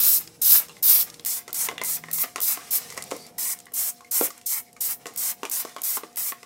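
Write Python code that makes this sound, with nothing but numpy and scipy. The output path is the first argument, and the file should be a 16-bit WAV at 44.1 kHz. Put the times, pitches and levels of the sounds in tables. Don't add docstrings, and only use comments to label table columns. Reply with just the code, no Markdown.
import sys
import numpy as np
from scipy import signal
from scipy.fft import rfft, irfft
from scipy.io import wavfile
from scipy.ndimage import uniform_filter1d, map_coordinates

SR = 44100
rng = np.random.default_rng(int(sys.argv[2]) if len(sys.argv) > 2 else 0)


def to_wav(s):
    ch = np.atleast_2d(s).T
    pcm = np.round(np.clip(ch, -1, 1) * 32767)
    wavfile.write(sys.argv[1], SR, pcm.astype(np.int16))


N = 284445
HIGHEST_HZ = 0.45 * SR


def undb(db):
    return 10 ** (np.asarray(db) / 20)


def unit(x):
    return x / np.sqrt(np.mean(x ** 2))


def decay(t, t60_s):
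    return np.exp(-np.log(1000) * t / t60_s)


def coloured(spectrum):
    hz, db = np.transpose(spectrum)
    f = np.arange(N // 2 + 1) * SR / N + 1
    gain = undb(np.interp(np.log(f), np.log(hz), db))
    return irfft(rfft(rng.standard_normal(N)) * gain, N)


def band(x, lo_hz, hi_hz, order=4):
    return signal.sosfilt(signal.butter(order, [lo_hz, hi_hz], "band", fs=SR, output="sos"), x)


def flicker(rate_hz, db):
    k = int(SR / rate_hz)
    steps = np.repeat(rng.standard_normal(N // k + 1), k)
    return undb(db * 1.14 * uniform_filter1d(steps, k)[:N])


def add(track, s, x):
    i = int(s * SR)
    track[i:i + len(x)] += x[:N - i]


def room_noise():
    # (frequency [Hz], relative density [dB per Hz])
    room_spectrum = [(15, -57), (25, -6), (169, 24.5), (351, 13.5), (485, 24), (555, 15), (707, 17),
                     (809, 19), (1770, -22), (2190, -14), (3030, -28), (7790, -18), (15700, -37)]
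    room_db = -61.5
    return undb(room_db) * unit(coloured(room_spectrum)) * flicker(2.5, 6.0)


def rumble():
    # (time [s], level [dB])
    rumble_levels = [(0, -51.5), (.5, -60.5), (1.2, -57.5), (1.26, -63), (2, -57.5), (2.5, -63.5),
                     (6.45, -68.5)]
    t = np.arange(N) / SR
    low_noise = unit(band(rng.standard_normal(N), 81, 376, order=2))
    return undb(np.interp(t, *np.transpose(rumble_levels))) * low_noise


def motor_hum():
    # (start [s], stop [s], frequency [Hz], level [dB])
    hum_tones = [(0, 1.24, 161.5, -64), (0, 1.24, 323, -67), (0, 1.24, 473.7, -61.5), (.5, 1.24, 576, -67),
                 (1.24, 6.45, 242.2, -66), (1.24, 6.45, 484.5, -68), (1.24, 6.45, 711.5, -60.5),
                 (1.85, 2.22, 163, -55)]
    out, t = np.zeros(N), np.arange(N) / SR
    for start, stop, hz, db in hum_tones:
        on = np.clip(np.minimum(t - start, stop - t) / 0.0055, 0, 1)
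        level = np.sqrt(2) * undb(db) * on * flicker(12, 2)
        phase = 2 * np.pi * hz * np.cumsum(flicker(15, .008)) / SR
        out += level * np.sin(phase)
    return out


def drips():
    out, t = np.zeros(N), np.arange(int(.02 * SR)) / SR
    drops_per_s = 35
    for when, pitch, size in rng.random((int(drops_per_s * N / SR), 3)):
        hz = 1500 * 4 ** pitch
        db = -62 - 4.0 * np.log(.15 + .85 * size)
        add(out, when * N / SR, undb(db) * np.sin(2 * np.pi * hz * t) * np.exp(-t * hz / 5))
    return out


def whistles():
    # (start [s], stop [s], centre [Hz], width [Hz], level [dB])
    whistle_events = [(3.18, 3.28, 4620, 270, -51), (5.68, 5.79, 3600, 130, -65),
                      (4.66, 4.71, 2115, 250, -61)]
    out = np.zeros(N)
    for start, stop, hz, width_hz, db in whistle_events:
        n = int((stop - start) * SR)
        tone = unit(band(rng.standard_normal(n), hz - width_hz / 2, hz + width_hz / 2, order=2))
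        add(out, start, undb(db) * tone * np.hanning(n) ** 0.27)
    return out


def spits_and_ticks():
    # (time [s], level [dB])
    spit_events = [(1.2492, -19.5), (1.5297, -20), (1.8365, -20), (2.1136, -23), (2.4033, -19),
                   (5.161, -24), (5.498, -24), (5.818, -22.5), (6.1591, -29), (6.1696, -25)]
    # (time [s], level [dB], centre [Hz])
    tick_events = [(0.275, -34.5, 3950), (0.353, -56, 5630), (1.1002, -32, 5540), (1.1418, -35, 4600),
                   (1.196, -35.5, 4200), (1.2074, -45, 12200), (1.5052, -41, 5080), (2.9454, -40, 7700),
                   (3.0233, -24.5, 6200), (3.039, -32, 8140), (3.165, -33.5, 8260), (3.266, -37, 7230),
                   (3.589, -38, 7500), (3.602, -37, 6240), (3.6556, -43, 7800), (3.721, -43, 11500),
                   (4.3785, -40, 8400), (4.7294, -43, 7460), (5.1372, -42, 12800), (5.6945, -42, 6700),
                   (5.745, -45, 7000), (6.129, -49, 5760)]
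    spit_hz, spit_t60_s, tick_t60_s = 12200, 0.015, 0.02
    events = [(s, db, spit_hz, spit_t60_s) for s, db in spit_events]
    events += [(s, db, hz, tick_t60_s) for s, db, hz in tick_events]
    out, t = np.zeros(N), np.arange(int(0.041 * SR)) / SR
    for s, db, hz, t60_s in events:
        noise = rng.standard_normal(len(t))
        centre = unit(band(noise, hz * 0.84, hz * 1.35, order=1))
        broad = unit(band(noise, 3700, HIGHEST_HZ, order=1))
        add(out, s, undb(db) * (centre + 0.2 * broad) * decay(t, t60_s))
    return out


def ring(part_db, t):
    # (frequency [Hz], relative level [dB], t60 [s])
    bottle_modes = [(307, -4, .04), (415, -1, .035), (484, 0, .03), (590, -3, .025), (690, -2, .03),
                    (899, -4, .025), (1087, 0, .03), (1238, -4, .025), (1460, -6, .02), (1820, -4, .012),
                    (2070, 0, .018), (2250, -3, .014), (2580, -3, .014), (2890, 0, .014), (3340, -2, .012),
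                    (3620, -3, .012)]
    parts_hz = [500, 1100, 2100, 3100]
    hz, db, t60_s = np.array(bottle_modes).T[:, :, None]
    level_chance, pitch_chance = rng.standard_normal((2, len(bottle_modes), 1))
    db = db + np.interp(np.log(hz), np.log(parts_hz), part_db) + np.clip(2.5 * level_chance, -4, 4)
    tones = np.sin(2 * np.pi * hz * (1 + 0.047 * pitch_chance) * t)
    return np.sum(undb(db) * decay(t, t60_s) * tones, 0)


def knocks():
    # (time [s], head level [dB],
    # then relative to the head: body [dB], shell [dB], trigger [dB], crack [dB])
    knock_events = [(0.684, -50, -12, -5, 5, 11.5), (0.694, -43, -10, -11, 6, -2),
                    (0.767, -50, -7, 7, 7, 3), (1.196, -47.5, -2, 0, 4, -14),
                    (1.479, -34, -7.5, 1.5, -19, 1), (1.492, -41.5, -4, -4, -6, -4),
                    (1.687, -20.5, -10.5, -3, -10, -9), (1.713, -30, -6, -29, -30, -27),
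                    (1.726, -44, 3, -24, -19, -19), (1.78, -38.5, -11, 9, 13.5, 1),
                    (1.815, -27, -9, 5, -11, -3), (2.038, -36, -12, 5, -12, -9),
                    (2.085, -38, -6, 3.5, -12, -8), (2.184, -40, -23, 2.5, -6, 14),
                    (2.24, -32.5, -4.5, 1, -13, 3), (2.359, -24.5, -11, -2.5, -6, -1),
                    (2.381, -31, -6.5, -7, -5, -11), (2.573, -30, -9.5, -5, -20, -15),
                    (2.902, -51, -22, 14, 2, 20), (2.923, -44, -27, 7, -3, 10),
                    (2.968, -39.5, -3, -13, -19, 6), (2.976, -26.5, -12, 1, -25, 1.5),
                    (2.983, -42, -6, -20, -18, -14), (3.107, -42.5, -9, 0, -10, 11),
                    (3.113, -27.5, -15, -0.5, -22, 0.5), (3.12, -30.5, 5, -26, -20, -13),
                    (3.127, -43, 2, -16, -10, -6), (3.548, -53, -14, 10, -11, 5),
                    (3.667, -49, -9, 10, -5, 2), (3.719, -45.5, -3, -16, -15, -16),
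                    (4.007, -41.5, -32, -20, -26, -3), (4.046, -60, -6.5, 16, -8, 14),
                    (4.211, -23.5, 3.5, -16, -20, -20), (4.304, -40, -16, -2, -17, 7),
                    (4.413, -57.5, -13, 8, 8, 16), (4.765, -45, -15, 1, -16, 2),
                    (5.057, -29.5, -8.5, 2, -21, -6), (5.067, -39, -1, 1, 2, 12),
                    (5.432, -25, -3, -7, -12, -8), (5.452, -27.5, -12, -1.5, -5, -1),
                    (5.65, -29.5, -4.5, -14, -22, -2), (5.764, -27.5, -8, -16, -29, -16),
                    (5.783, -38, -10, -4, -4, -2), (5.971, -25, -8, -10, -21, -17),
                    (6.034, -34, -2.5, -2, -7, -10), (6.321, -28.5, -13, -1.5, -16, -29),
                    (6.43, -41, -6, 4.5, -9, -0.5)]
    rattle_t60_s, looseness, contact_s, scrape_db = 0.2, 0.61, 0.00072, -14
    wash_db, wash_t60_s = -19.5, 0.19
    snap_db, snap_s, snap_db_per_db = 6.5, 0.0011, 0.37

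    out, t = np.zeros(N), np.arange(int(.15 * SR)) / SR
    fade, push = decay(t, rattle_t60_s), np.minimum(t / contact_s, 1)

    def noise(lo_hz, hi_hz):
        return unit(band(rng.standard_normal(len(t)), lo_hz, hi_hz, order=1))

    for s, db, body_db, shell_db, trigger_db, crack_db in knock_events:
        hit_chance, strength = rng.random((2, len(t)))
        blows = looseness * fade * (2 * strength - 1) * ((hit_chance < 180 / SR) + 0.047)
        blows[0] = 1
        modes = ring([body_db, 0, shell_db, trigger_db], t) * push
        ringing = 1.254 * signal.fftconvolve(blows, modes)[:len(t)]
        crack = noise(5000, 8700) * (np.exp(-t / 0.002) + undb(scrape_db) * fade) * push
        loudest_db = max(0, shell_db, trigger_db)
        snap_gain = undb(snap_db + loudest_db + snap_db_per_db * (db + 22.5))
        snap = snap_gain * noise(440, 2700) * np.exp(-t / snap_s) * push
        wash = undb(wash_db) * noise(530, 4000) * decay(t, wash_t60_s) * push
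        add(out, s, undb(db) * (ringing + undb(crack_db) * crack + wash + snap))
    return band(out, 276, HIGHEST_HZ, order=3)


def flow():
    # (valve opens [s], mid-stroke [s], valve shuts [s], mist at each of the three [dB, dB, dB],
    # relative to the mist: jet [dB], fizz [dB], patter [dB], basin ring [dB];
    # change of patter and basin while the first drops travel [dB], drops in the dribble [dB],
    # refill hiss after the shut [dB], refill hiss later, at most 0.26 s on [dB])
    squeezes = [(0.002, 0.103, 0.19, -17, -16.5, -19, -11, -16.5, -29.5, -38, 5.5, -23, -56, -68),
                (0.419, 0.502, 0.6, -19, -14.5, -16.5, -12, -16.5, -25.5, -33, -9.5, -7, -56, -70),
                (0.829, 0.894, 1.027, -20, -13.5, -19, -12, -16, -28.5, -45, -1, -16, -54, -69),
                (1.261, 1.325, 1.39, -29.5, -28, -31, -1.5, -12, -18, -18, -3, -4, -66, -66.5),
                (1.545, 1.603, 1.668, -30, -28.5, -28.5, 0, -13, -16.5, -18, -3.5, 2, -70, -64),
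                (1.847, 1.906, 1.968, -28.5, -26.5, -28, -3.5, -15, -24.5, -20, 0, -0.5, -62, -63.5),
                (2.132, 2.171, 2.235, -23, -28.5, -21.5, -9, -19.5, -30, -18, -5.5, -0.5, -61.5, -57),
                (2.416, 2.48, 2.544, -24.5, -22.5, -25.5, -8, -16.5, -17, -18, -17, -1, -54.5, -55),
                (2.71, 2.757, 2.781, -24.5, -20.5, -22.5, -7, -18, -20.5, -26, -8.5, -7, -55.5, -48),
                (3.384, 3.45, 3.537, -30.5, -28.5, -32, -0.5, -13, -18.5, -12.5, -6, -16, -60, -75),
                (3.739, 3.834, 3.903, -31.5, -27, -29, -3, -15.5, -18.5, -24, -7, -14, -62, -74.5),
                (4.114, 4.17, 4.268, -27.5, -23.5, -24, -4.5, -18, -19, -22, -10, -8, -58.5, -73),
                (4.463, 4.522, 4.604, -28, -26.5, -31.5, -5.5, -16, -18, -10.5, -21.5, -15, -67, -72),
                (4.809, 4.879, 4.946, -28.5, -28, -29, -6, -15.5, -22.5, -21, -8.5, -15, -69.5, -64),
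                (5.176, 5.239, 5.316, -29.5, -28.5, -27.5, -3.5, -14, -14, -22, -18, -3, -72, -61),
                (5.515, 5.566, 5.62, -31.5, -28, -28, -4, -14, -20, -25, -1.5, 0, -59, -69),
                (5.836, 5.895, 5.976, -28, -25, -28.5, -5.5, -16.5, -18.5, -23, -8.5, -2, -60.5, -72),
                (6.174, 6.234, 6.314, -29, -28, -29.5, -5, -17, -21.5, -21.5, -3.5, -7, -66, -68.5)]
    # (time [s], level [dB])
    long_refill = [(2.885, -50), (3.011, -65.5), (3.065, -58.5), (3.09, -63.5), (3.229, -55), (3.297, -64),
                   (3.376, -71)]
    # (mist [dB], jet [dB], fizz [dB], patter [dB], basin [dB])
    dribble_colour = [2, -5, -5.5, -1, -12]
    # (mist [dB], jet [dB], fizz [dB], patter [dB], basin [dB])
    refill_colour = [-0.5, 4, 3.5, 2, -3]
    open_s, open_db, shut_s = .004, 3, 0.011
    sag_s, sag_db = 0.016, -5
    arrival_s = 0.045
    dribble_start_db, dribble_db_per_s = -13.5, 420

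    t = np.arange(N) / SR
    power = np.zeros((5, N))
    rows = np.array(squeezes)
    refill = []
    for row, following in zip(rows, list(rows[1:, 0]) + [N / SR]):
        opens, mid, shuts, first_db, mid_db, last_db = row[:6]
        travel_db, drops_db, early_db, late_db = row[10:]
        stroke_db = np.interp(
            t,
            [opens - open_s, opens, opens + open_s, mid, shuts - sag_s, shuts, shuts + shut_s],
            [first_db - 14, first_db + open_db, first_db, mid_db, last_db, last_db + sag_db, last_db - 27])
        colour = np.array([0, *row[6:10]])[:, None] + 0 * t
        colour[3:] += travel_db * np.exp(-np.maximum(t - opens, 0) / arrival_s)
        power += undb(2 * (stroke_db + colour)) * ((t > opens - open_s) & (t < shuts + shut_s))

        dribble_db = last_db + dribble_start_db - dribble_db_per_s * np.maximum(t - shuts, 0)
        colour = np.array(dribble_colour) + drops_db * np.array([0, 0.066, 0.77, 0.98, 1])
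        power += undb(2 * (dribble_db + colour[:, None])) * (t > shuts)
        refill += [(shuts, early_db), (min(following, shuts + .26) - open_s, late_db)]

    pause_start, pause_stop = long_refill[0][0], long_refill[-1][0]
    outside_pause = [p for p in refill if not pause_start < p[0] < pause_stop]
    refill = sorted(outside_pause + list(long_refill))
    refill_db = np.interp(t, *np.transpose(refill)) + np.array(refill_colour)[:, None]
    sputter = flicker(30, 2.3) ** 2
    power += sputter * undb(2 * refill_db)
    return np.sqrt(power)


def spray():
    # (frequency [Hz], relative density [dB per Hz])
    spray_spectrum = [(290, -54), (500, -17.5), (530, -20.5), (727, -17), (816, -22.5), (1240, -19),
                      (2730, -20.5), (3250, -23.5), (3590, -19), (4090, -15.5), (4520, -16), (8400, -2.5),
                      (9560, -7), (14100, 3.5), (15600, -1)]
    # (centre [Hz], width [Hz], relative level [dB])
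    basin_modes = [(1110, 420, -15.5), (2146, 410, -10)]
    patter_top_hz, fizz_top_hz, mist_foot_hz = 2990, 5490, 10820
    hiss = coloured(spray_spectrum)
    mist = unit(band(hiss, mist_foot_hz, HIGHEST_HZ)) * flicker(150, 1.0)
    jet = unit(band(hiss, fizz_top_hz, mist_foot_hz)) * flicker(130, 0.48) * flicker(25, 1.44)
    fizz = unit(band(hiss, patter_top_hz, fizz_top_hz)) * flicker(90, 0.57) * flicker(25, 0.63)
    patter = unit(band(hiss, 625, patter_top_hz)) * flicker(60, 1.52) * flicker(20, 2.0)
    drops = rng.standard_normal(N) * flicker(200, 3.3) * flicker(20, 1.9)
    rings = [undb(db) * band(drops, hz - w / 2, hz + w / 2, order=2) for hz, w, db in basin_modes]
    basin = undb(-3.0) * unit(sum(rings))
    layers = np.sum(flow() * [mist, jet, fizz, patter, basin], 0)
    return flicker(40, 1.0) * layers


def bounce(x):
    # (mean delay [s], level [dB])
    reflections = [(.0009, -15), (.0023, -11), (.0041, -13.5)]
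    n = np.arange(N)
    out = x
    for delay_s, db in reflections:
        delayed_n = n - delay_s * SR * flicker(3, 1.504)
        out = out + undb(db) * map_coordinates(x, [delayed_n], order=3)
    return out


def tile_echo(near):
    echo_t60_s, echo_db = 0.14, -15
    t = np.arange(int(.4 * SR)) / SR
    tail = rng.standard_normal(len(t)) * decay(t, echo_t60_s) * (t > .004)
    tail /= np.sqrt(np.sum(tail ** 2))
    return undb(echo_db) * signal.fftconvolve(near, tail)[:N]


def scene():
    background = room_noise() + rumble() + motor_hum()
    near = drips() + whistles() + spits_and_ticks() + knocks() + bounce(spray())
    return np.tile(near + tile_echo(near) + background, (2, 1))


def record(dry):
    top_hz = 15750
    return signal.sosfilt(signal.ellip(10, .2, 70, top_hz, fs=SR, output="sos"), dry)


dry = scene()
out = record(dry)
to_wav(out)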